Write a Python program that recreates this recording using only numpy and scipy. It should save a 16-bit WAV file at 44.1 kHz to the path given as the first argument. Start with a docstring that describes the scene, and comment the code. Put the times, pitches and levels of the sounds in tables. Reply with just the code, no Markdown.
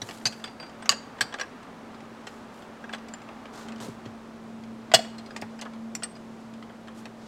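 """Gears fitted by hand into an engine case

Steel gears and shafts are worked by hand into an aluminium engine case on a workbench, close to the microphone.
A touch is a short chatter: a dry clack of band-passed noise, often with the ring of a part as decaying sines.
Hands slide over the parts as grainy noise, and low thuds sound as decaying low sines.
A fan hums in wavering tones over a noise rush in the small workshop, whose echoes are fading noise."""
import sys
import numpy as np
from scipy import signal
from scipy.fft import rfft, irfft, next_fast_len
from scipy.io import wavfile

SR = 44100
rng = np.random.default_rng(int(sys.argv[2]) if len(sys.argv) > 2 else 0)


def transcribe(signal):
    """Save signal, clipped to [-1, 1], as a 16-bit WAV file at the path in sys.argv[1]."""
    frames = np.atleast_2d(signal).T
    limited = np.clip(frames, -1, 1)
    pcm = np.round(limited * 32767).astype(np.int16)
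    wavfile.write(sys.argv[1], SR, pcm)


N = 320607
TIME = np.arange(N) / SR
CUTOFF_HZ = 16000

# Blows on the engine case: (onset t/s, chatter/ms, clack level/dB, brightness/dB, ring level/dB), levels relative
CASE_HITS = [(4.938, 4.1, -16.5, 5, -8.5), (4.9443, 4.6, -18, 10, -9), (4.99, 5.1, -43, -4, -23),
             (5.047, 4.04, -47, -5, -46), (5.421, 0.99, -39.5, -9, -43), (5.655, 12, -50, -19.5, -51),
             (6.023, 5.1, -41.5, -6, -43), (6.696, 2.2, -56, -17, -47)]


def from_db(db):
    """Decibels to gain."""
    return 10 ** (np.asarray(db) / 20)


def rms_one(x):
    """Scale to rms 1."""
    return x / np.sqrt(np.mean(x ** 2) + 1e-20)


def at_time(points):
    """Read a level curve at every sample, with straight lines between its points."""
    t, level = np.transpose(points)
    return np.interp(TIME, t, level)


def at_hz(points, hz):
    """Read a spectrum on a log-frequency axis."""
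    f, value = np.transpose(points)
    return np.interp(np.log(np.maximum(hz, 1)), np.log(f), value)


def band(x, low, high, order=4):
    """Causal band-pass."""
    return signal.sosfilt(signal.butter(order, [low, high], "band", fs=SR, output="sos"), x)


def noise(colour, size=N):
    """Noise of a given spectrum, rms 1."""
    padded = next_fast_len(size)
    hz = np.arange(padded // 2 + 1) * SR / padded
    spectrum = rfft(rng.standard_normal(padded)) * from_db(at_hz(colour, hz))
    return rms_one(irfft(spectrum, padded)[:size])


def drift(rate):
    """Random wander about zero: `rate` normal draws per second, joined by straight lines."""
    knots = rng.standard_normal(4000)
    return np.interp(TIME * rate, np.arange(len(knots)), knots)


def fade(t, t60):
    """Free decay, by 60 dB in t60 seconds."""
    return np.exp(-np.log(1000) * t / t60)


def add(out, s, sound):
    """Mix a sound in at time s."""
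    i = max(0, round(s * SR))
    out[i:i + len(sound)] += sound[:N - i]


def radiate(x, corner_hz):
    """Small bodies push little air in the bass."""
    high_pass = signal.butter(2, corner_hz, "high", fs=SR, output="sos")
    return signal.sosfilt(high_pass, x + 1e-18)


def clack(chatter_ms, level_db, brightness_db, bounce=0.6, crack=1.0, crack_s=0.0065):
    """Micro-bounces excite the crowd of hand-damped modes of the whole assembly; hardness tilts it to the treble."""
    # Broad colour of the assembly's crowded modes: (f/Hz, relative level/dB)
    assembly_colour = [(400, -9), (750, 2), (1000, -5), (1700, 5.5), (2200, 3.5), (3200, 4.5), (4100, 0),
                       (5000, 1), (5800, -4), (6600, -7), (8200, -4.5), (9200, -9), (12000, -10.5),
                       (16000, -15)]
    # Bands of the clack: (low f/Hz, high f/Hz, t60/s, gain/dB, tilt/dB per dB of brightness)
    clack_bands = [(376, 1210, 0.102, -1.5, -0.81), (1340, 3470, 0.068, -0.5, -0.17),
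                   (3984, 8000, 0.06, -5.5, 1.08), (8150, 15000, 0.0575, -25, 1.53)]
    level_window_s = 0.01  # a band's level is its rms as if all its energy fell within this time
    t = TIME[:SR // 8]

    force = np.zeros(SR // 40)
    force[0] = 1
    lags = rng.random(size=4) * chatter_ms * SR / 1000
    lags = np.clip(lags, 0, len(force) - 1).astype(int)
    force[lags] += bounce * rng.choice([-1, 1], size=4)

    crowd = noise(assembly_colour, size=len(t))
    out = 0
    for low_hz, high_hz, t60, gain_db, tilt in clack_bands:
        # the first few milliseconds are the hardest, before the energy spreads into the case
        response = crowd * (fade(t, t60) + crack * fade(t, crack_s))
        burst = band(signal.fftconvolve(response, force)[:len(t)], low_hz, high_hz)
        burst = burst / np.sqrt(np.sum(burst ** 2) / (level_window_s * SR))
        out = out + from_db(level_db + gain_db + tilt * brightness_db) * burst
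    return out


def ring(modes, rise_s, scatter_db=3.5):
    """Modes build up from rest while the contact lasts; random strengths stand for the spot struck."""
    t = TIME[:SR // 2]
    out = 0
    for k, (hz, level_db, t60) in enumerate(modes):
        strength = from_db(level_db + scatter_db * rng.standard_normal())
        sign = (-1) ** k
        out = out + sign * strength * fade(t, t60) * np.sin(2 * np.pi * hz * t)
    return out * (1 - np.exp(-t / rise_s))


def part(hits, modes, ring_db, clack_db, hardness_s=0.00027, rise_share=0.14):
    """Every blow on one part: the clack and the part's own ring, whose upper modes need a hard contact."""
    ring_dulling = 0.25  # dB per octave lost for each dB that a blow is duller than the brightest one
    out = np.zeros(N)
    hardest_db = max(hit[3] for hit in hits)
    first_hz = modes[0][0]
    for s, chatter_ms, blow_db, brightness_db, level_db in hits:
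        slope = ring_dulling * (brightness_db - hardest_db)
        struck = [(hz, db + slope * np.log2(hz / first_hz), t60) for hz, db, t60 in modes]
        rise_s = hardness_s + rise_share * chatter_ms / 1000
        add(out, s, clack(chatter_ms, blow_db + clack_db, brightness_db))
        add(out, s, from_db(level_db + ring_db) * ring(struck, rise_s))
    return out


def fan(hum_db=0.3, rush_db=0.0, waver_db=3.0, wander=0.33):
    """A hum, its tones wavering in level and phase, over the rush of moving air and still workshop air."""
    # Hum level, which steps up halfway: (t/s, relative level/dB)
    hum_level = [(0.0, -56), (0.12, -51.5), (3.4, -51), (3.75, -45), (7.27, -46)]
    # Tones of the hum: (f/Hz, relative level/dB)
    hum_tones = [(119.8, -16.5), (177.5, -23), (225.4, 0.5), (391, -19.5)]
    # Level of the rush of air: (t/s, relative level/dB)
    rush_level = [(0.0, -53.5), (1.2, -47), (2.0, -50), (3.7, -48), (4.55, -56), (5.25, -51.5), (6.1, -59),
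                  (7.27, -60)]
    # Colour of the rush: (f/Hz, relative level/dB)
    rush_colour = [(200, -14.5), (250, 10.5), (320, -6.5), (395, 0.5), (500, -2.5), (800, -1.5), (1200, -1),
                   (2200, -11.5), (5000, -25), (12000, -41.5)]
    # Colour of the still air: (f/Hz, relative level/dB)
    air_colour = [(25, -89.5), (45, -87.5), (80, -82), (125, -80.5), (190, -75), (270, -74.5), (400, -78),
                  (700, -80), (1150, -85), (2000, -93), (4000, -99.5), (8000, -107.0), (15000, -121.0)]
    air_db = -48

    tones = 0
    for hz, db in hum_tones:
        level = from_db(db + waver_db * drift(7))
        phase = wander * drift(5.4)  # radians
        tones = tones + level * np.sin(2 * np.pi * hz * TIME + phase)
    hum = np.sqrt(2) * from_db(at_time(hum_level) + hum_db) * tones
    still_air = from_db(air_db) * noise(air_colour)
    rush = from_db(at_time(rush_level) + rush_db) * noise(rush_colour)
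    return hum + still_air + rush


def stroke(s, attack_s, hold_s):
    """A slide speeds up, holds and dies away; one that starts gently ends gently."""
    release_s = 0.25 + 3.7 * attack_s  # t60
    rise = np.clip((TIME - s) / attack_s, 0, 1)
    return rise * fade(np.maximum(TIME - s - attack_s - hold_s, 0), release_s)


def rubbing(grain_db=2.5, grain_rate=250):
    """Sliding catches and lets go quickly, so its hiss is grainy."""
    # Strokes of skin, cloth or a shoe: (onset t/s, attack/s, hold/s, friction level/dB, fine hiss level/dB)
    strokes = [(0.0, 0.026, 0.15, -50, -58.5), (0.22, 0.073, 0.09, -60, -66),
               (2.234, 0.059, 0.057, -56.5, -69), (2.52, 0.034, 0.036, -57.5, -68),
               (3.522, 0.021, 0.08, -46, -64), (3.801, 0.012, .038, -41, -54),
               (6.941, 0.029, .015, -52, -63), (7.145, 0.095, 0.025, -53.5, -80)]
    # Colour of the friction: (f/Hz, relative level/dB)
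    friction_colour = [(500, 6.5), (1200, 2), (2200, -6.5), (4000, -5), (7500, -9.5), (9500, -19),
                       (16000, -37)]
    # Colour of the fine hiss: (f/Hz, relative level/dB)
    hiss_colour = [(3000, -30), (7000, 2), (9000, -1), (13000, -7), (16000, -16)]
    # the light friction of hands that never quite rest
    grip_db, grip_swing_db, grip_shifts_per_s = -65.5, 3.5, 4.67

    friction = from_db(grip_db + grip_swing_db * drift(grip_shifts_per_s))
    hiss = 0
    for s, attack_s, hold_s, friction_db, hiss_db in strokes:
        speed = stroke(s, attack_s, hold_s)
        friction = np.maximum(friction, from_db(friction_db) * speed)
        hiss = hiss + from_db(hiss_db) * speed
    grain = from_db(grain_db * drift(grain_rate))
    return grain * (friction * noise(friction_colour) + hiss * noise(hiss_colour))


def fidgets(touches_per_s=3.0, chatter_ms=2.2, level_db=-54, brightness_db=0):
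    """Fainter clacks while the fingers work the parts, one at a random moment in each equal slot of time."""
    out = np.zeros(N)
    slot_s = 1 / touches_per_s
    for s in np.arange(0, N / SR - slot_s, slot_s):
        add(out, s + rng.random() * slot_s, clack(chatter_ms, level_db, brightness_db))
    return out


def ticks():
    """Brief dry clacks; a separate short ping joins a few of them."""
    # (onset t/s, chatter/ms, clack level/dB, brightness/dB)
    touches = [(0.017, 1.2, -39.5, 4), (0.0888, 1.37, -40, -2), (0.109, 3.8, -42.5, 0),
               (0.457, 0.89, -48, -1), (0.476, 2.1, -47, -4), (0.857, 0.76, -40.5, 0.5),
               (0.913, 6.5, -35, 6), (0.9227, 2.4, -33, 0), (1.386, 4.3, -42, -5.5),
               (2.269, 3.8, -40.5, 0.5), (2.928, 4.9, -43, -1), (2.946, 2.2, -44, 2),
               (3.084, 5.4, -50, 3.5), (3.288, 2.8, -48.5, -7), (3.4551, 2.6, -47.5, -6),
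               (3.685, 0.45, -46, -0.5), (3.721, 1.5, -48.5, 0), (3.76, 2.6, -54, 3), (3.8017, 1, -46, 1.5),
               (4.059, 3.9, -49.5, -1), (4.916, 10, -35, -4), (5.363, 3.4, -37, 0.5),
               (5.415, 0.82, -62.5, 21.5), (5.591, 0.9, -45.5, -1), (5.613, 3, -44.5, 9),
               (5.62, 2.1, -41.5, -1.5), (6.6255, 1.6, -49.5, -4), (6.882, 2.1, -48.5, -4.5),
               (7.055, 1.77, -43.5, -0.5)]
    out = np.zeros(N)
    for s, chatter_ms, level_db, brightness_db in touches:
        add(out, s, clack(chatter_ms, level_db, brightness_db))
    return out


def mating_parts(rise_s=0.0005):
    """Spline and hub give short pings from the other side of a contact."""
    # Contacts in which the spline or the hub rings: (onset t/s, relative level/dB)
    spline_hits = [(0.0177, -26), (1.4115, -29)]
    hub_hits = [(0.4405, -25.5), (0.4755, -46), (2.9345, -29)]
    # Their modes: (f/Hz, relative level/dB, t60/s)
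    spline_modes = [(3430, -7, 0.041), (3920, -5, 0.028), (5690, -1, 0.034)]
    hub_modes = [(3340, -7.5, 0.022), (3480, 4.5, 0.023), (7900, -18, 0.033), (8230, -26, 0.037)]
    out = np.zeros(N)
    for hits, modes in (spline_hits, spline_modes), (hub_hits, hub_modes):
        for s, level_db in hits:
            add(out, s, from_db(level_db) * ring(modes, rise_s))
    return out


def thuds():
    """Low thuds under some blows and under the shoe scuff, as decaying low modes."""
    # Thuds: (onset t/s, relative level/dB)
    thud_times = [(0.019, -35.5), (0.255, -39), (.893, -42), (1.211, -40), (3.803, -39), (3.832, -45),
                  (3.882, -32.5), (4.058, -35), (4.941, -26), (5.421, -35.5)]
    # Low modes: (f/Hz, relative level/dB, t60/s)
    low_modes = [(107.4, -1.5, 0.12), (122.6, -1, 0.11), (170, -5, 0.088), (267, 0, 0.058),
                 (396, -4.5, 0.066), (526, -7, 0.0523)]
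    out = np.zeros(N)
    for s, level_db in thud_times:
        add(out, s, from_db(level_db) * ring(low_modes, rise_s=0.0018))
    return out


def shaft():
    """Struck shaft: a clack and a ring of modes spread up through the treble."""
    # (onset t/s, chatter/ms, clack level/dB, brightness/dB, ring level/dB)
    hits = [(0.2545, 4.4, -29.5, 5, -23), (0.2635, 9.1, -31, 7, -24), (0.324, 8, -44, 1.5, -64)]
    # (f/Hz, relative level/dB, t60/s)
    modes = [(1584, -14, .05), (2582, 0, 0.056), (3920, -7, .04), (4270, -18, 0.18), (4510, -4.5, 0.052),
             (4667, -26, 0.23), (4810, 0, 0.054), (4870, 3, 0.039), (6230, -5, 0.042), (6400, -12, 0.05),
             (6729, -21, 0.2), (7040, -15, 0.072)]
    return part(hits, modes, ring_db=3.0, clack_db=-0.5)


def tooth():
    """Struck gear tooth: a clack and a high ring."""
    # (onset t/s, chatter/ms, clack level/dB, brightness/dB, ring level/dB)
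    hits = [(0.4405, 1.13, -37.5, 1, -31.5), (0.599, 2.16, -45.5, -6, -36.5), (0.627, 4.6, -45, -6, -50),
            (0.664, 1.9, -55, -1, -53), (1.2135, 2, -30, 9, -30)]
    # (f/Hz, relative level/dB, t60/s)
    modes = [(4720, -1.5, 0.26), (4870, -11.5, .2), (8900, -21, 0.029), (8380, -21, 0.26),
             (11600, -26, 0.14)]
    return part(hits, modes, ring_db=-4.0, clack_db=-1.0)


def washer():
    """Struck washer: closely spaced high modes beat in a short tink."""
    # (onset t/s, chatter/ms, clack level/dB, brightness/dB, ring level/dB)
    hits = [(0.823, 3.1, -41, -4, -44.5), (2.893, 2.2, -56, -4, -56), (6.0335, 2, -32, 5.5, -24)]
    # (f/Hz, relative level/dB, t60/s)
    modes = [(8200, -3, 0.046), (8150, 1.5, 0.065), (8250, -54, 0.19)]
    return part(hits, modes, ring_db=1.0, clack_db=-4.0)


def cluster():
    """Struck gear cluster: one hard clack and a dense ring of short and long modes."""
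    # (onset t/s, chatter/ms, clack level/dB, brightness/dB, ring level/dB)
    hits = [(0.8922, 0, -22, 8.7, -13)]
    # (f/Hz, relative level/dB, t60/s)
    modes = [(1134, -13.5, 0.072), (1381, -16, 0.12), (1670, -23.5, 0.203), (2720, -12, 0.046),
             (2820, -21.5, 0.235), (2900, -5.5, 0.067), (3760, -20, 0.061), (4654, 8, 0.018),
             (4630, -32, .2), (4880, -26.5, .23), (4830, -4, 0.074), (6630, -6, 0.047), (6730, -22.5, .15),
             (6760, -28, 0.195), (6830, -6, 0.048), (7180, -10.5, .05), (8300, -14, .03),
             (8680, -13.5, .03)]
    return part(hits, modes, ring_db=0.0, clack_db=-2.0)


def wheel():
    """Struck gear wheel: a clack and a short ring, strongest in its lower modes."""
    # (onset t/s, chatter/ms, clack level/dB, brightness/dB, ring level/dB)
    hits = [(1.187, 2.1, -48, -7, -42), (1.2085, 2.64, -25.5, 5, -18), (1.324, 7, -41.5, -6, -36),
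            (1.3405, 0.87, -36.5, -2, -27), (1.397, 9, -34, -0.5, -34), (1.4115, 3.3, -32.5, 0, -30),
            (1.433, 1.2, -49, -1, -38), (2.84, 4.3, -50, -7, -36.5), (2.893, 3.2, -48.5, -8, -37),
            (2.9345, 0.18, -35.5, -2.5, -37)]
    # (f/Hz, relative level/dB, t60/s)
    modes = [(1170, -11, 0.056), (1324, -21, 0.046), (1610, 6.5, 0.033), (1675, 5.5, 0.039),
             (1850, -2, 0.046), (2610, 0, 0.016), (2910, -21, .09), (2930, -43, 0.029), (4760, -12, 0.035),
             (5810, -11, 0.028), (7400, -42, .05), (8150, -30, 0.038)]
    return part(hits, modes, ring_db=-2.5, clack_db=-2.0)


def collar():
    """Struck collar: a clack and a brief high ring."""
    # (onset t/s, chatter/ms, clack level/dB, brightness/dB, ring level/dB)
    hits = [(3.1375, 1, -46, 0.89, -37), (5.951, 1, -39.5, 8.1, -25.5)]
    # (f/Hz, relative level/dB, t60/s)
    modes = [(7200, 2.5, 0.038), (8100, -7, 0.025), (8600, -20, 0.026)]
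    return part(hits, modes, ring_db=-2.0, clack_db=1.5)


def case():
    """Struck engine case: a clack and a ring from low knock to treble."""
    # (f/Hz, relative level/dB, t60/s)
    modes = [(560, -24, 0.029), (629, -23.5, .13), (680, 0.5, 0.039), (766, -0.5, 0.015), (2900, -5, 0.066),
             (3315, -7, 0.02), (3400, 2.5, 0.041), (4500, -2, 0.033), (5240, -13, 0.029), (5580, -10, 0.04),
             (7400, -14, .04), (7960, -15.5, .05)]
    return part(CASE_HITS, modes, ring_db=0.0, clack_db=-1.5)


def case_walls(wash_db=-27.5, t60=0.34):
    """A blow on the case spreads into countless modes of its thin walls, a dense wash of fading noise."""
    # Colour of the wash: (f/Hz, relative level/dB)
    wash_colour = [(400, 7), (700, 7), (1100, -7.5), (2200, 2), (3300, -6), (5200, -13), (8000, -17),
                   (9500, -18), (16000, -30)]
    t = TIME[:SR // 2]
    out = np.zeros(N)
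    for s, *_, ring_db in CASE_HITS:
        wash = noise(wash_colour, size=len(t)) * fade(t, t60)
        add(out, s, from_db(ring_db + wash_db) * wash)
    return out


def pinion(ring_db=0.5, clack_db=0.0):
    """Light tinks; the tooth that is touched favours one or the other of two modes."""
    # (onset t/s, chatter/ms, clack level/dB, brightness/dB, ring level/dB, upper over lower mode/dB)
    hits = [(5.182, 4.5, -50, 4.5, -50, -15), (5.26, 4.5, -54, 3.5, -48.5, -3),
            (5.3065, 1.2, -49, -3, -51, 17), (6.153, 3.7, -60, 1, -52, -3)]
    # The lower and the upper mode: (f/Hz, relative level/dB, t60/s)
    modes = [(4200, 0.5, 0.078), (4880, 0.074, 0.061)]
    out = 0
    for *hit, balance_db in hits:
        struck = [(hz, db + sign * balance_db / 2, t60) for (hz, db, t60), sign in zip(modes, (-1, 1))]
        out = out + part([hit], struck, ring_db, clack_db)
    return out


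def diffuse_tail(x, build_s=0.0043):
    """Smear a sound over a diffuse tail: noise bands that build up, then fade each at its own pace."""
    # Fading time in the workshop: (f/Hz, t60/s)
    workshop_t60 = [(200, 0.47), (1000, 0.4), (4000, 0.44), (8000, 0.38), (16000, 0.2)]
    t = TIME[:SR * 3 // 5]
    edges = np.geomspace(100, 18000, 9)
    tail = 0
    for low, high in zip(edges, edges[1:]):
        t60 = at_hz(workshop_t60, np.sqrt(low * high))
        tail = tail + band(rng.standard_normal(len(t)), low, high, order=3) * fade(t, t60)
    tail = tail * (1 - np.exp(-t / build_s))
    return signal.fftconvolve(x, tail / np.sqrt(np.sum(tail ** 2)))[:N]


def scene(room_db=-22.5, width_db=-49.0, treble_width_db=-24.0, treble_hz=8000):
    """Nearly mono: a very faint diffuse noise tail, stronger in the top treble, differs between the channels."""
    touches = fidgets() + ticks() + mating_parts()
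    parts = shaft() + tooth() + washer() + cluster() + wheel() + collar() + case() + pinion()
    metal = radiate(touches + parts + case_walls(), corner_hz=196.4)
    near = metal + radiate(thuds(), corner_hz=77.8) + radiate(rubbing(), corner_hz=130.7)
    workshop_echoes = diffuse_tail(near)
    mid = near + from_db(room_db) * workshop_echoes + fan()
    treble = band(mid, treble_hz, CUTOFF_HZ)
    side = diffuse_tail(from_db(width_db) * mid + from_db(treble_width_db) * treble)
    return np.array([mid + side, mid - side])


def record(dry, ceiling=1.0):
    """The hardest peaks are rounded and the top is cut."""
    rounded = ceiling * np.tanh(dry / ceiling)
    low_pass = signal.ellip(10, 0.1, 80, CUTOFF_HZ, fs=SR, output="sos")
    return signal.sosfilt(low_pass, rounded)


dry = scene()
out = record(dry)
transcribe(out)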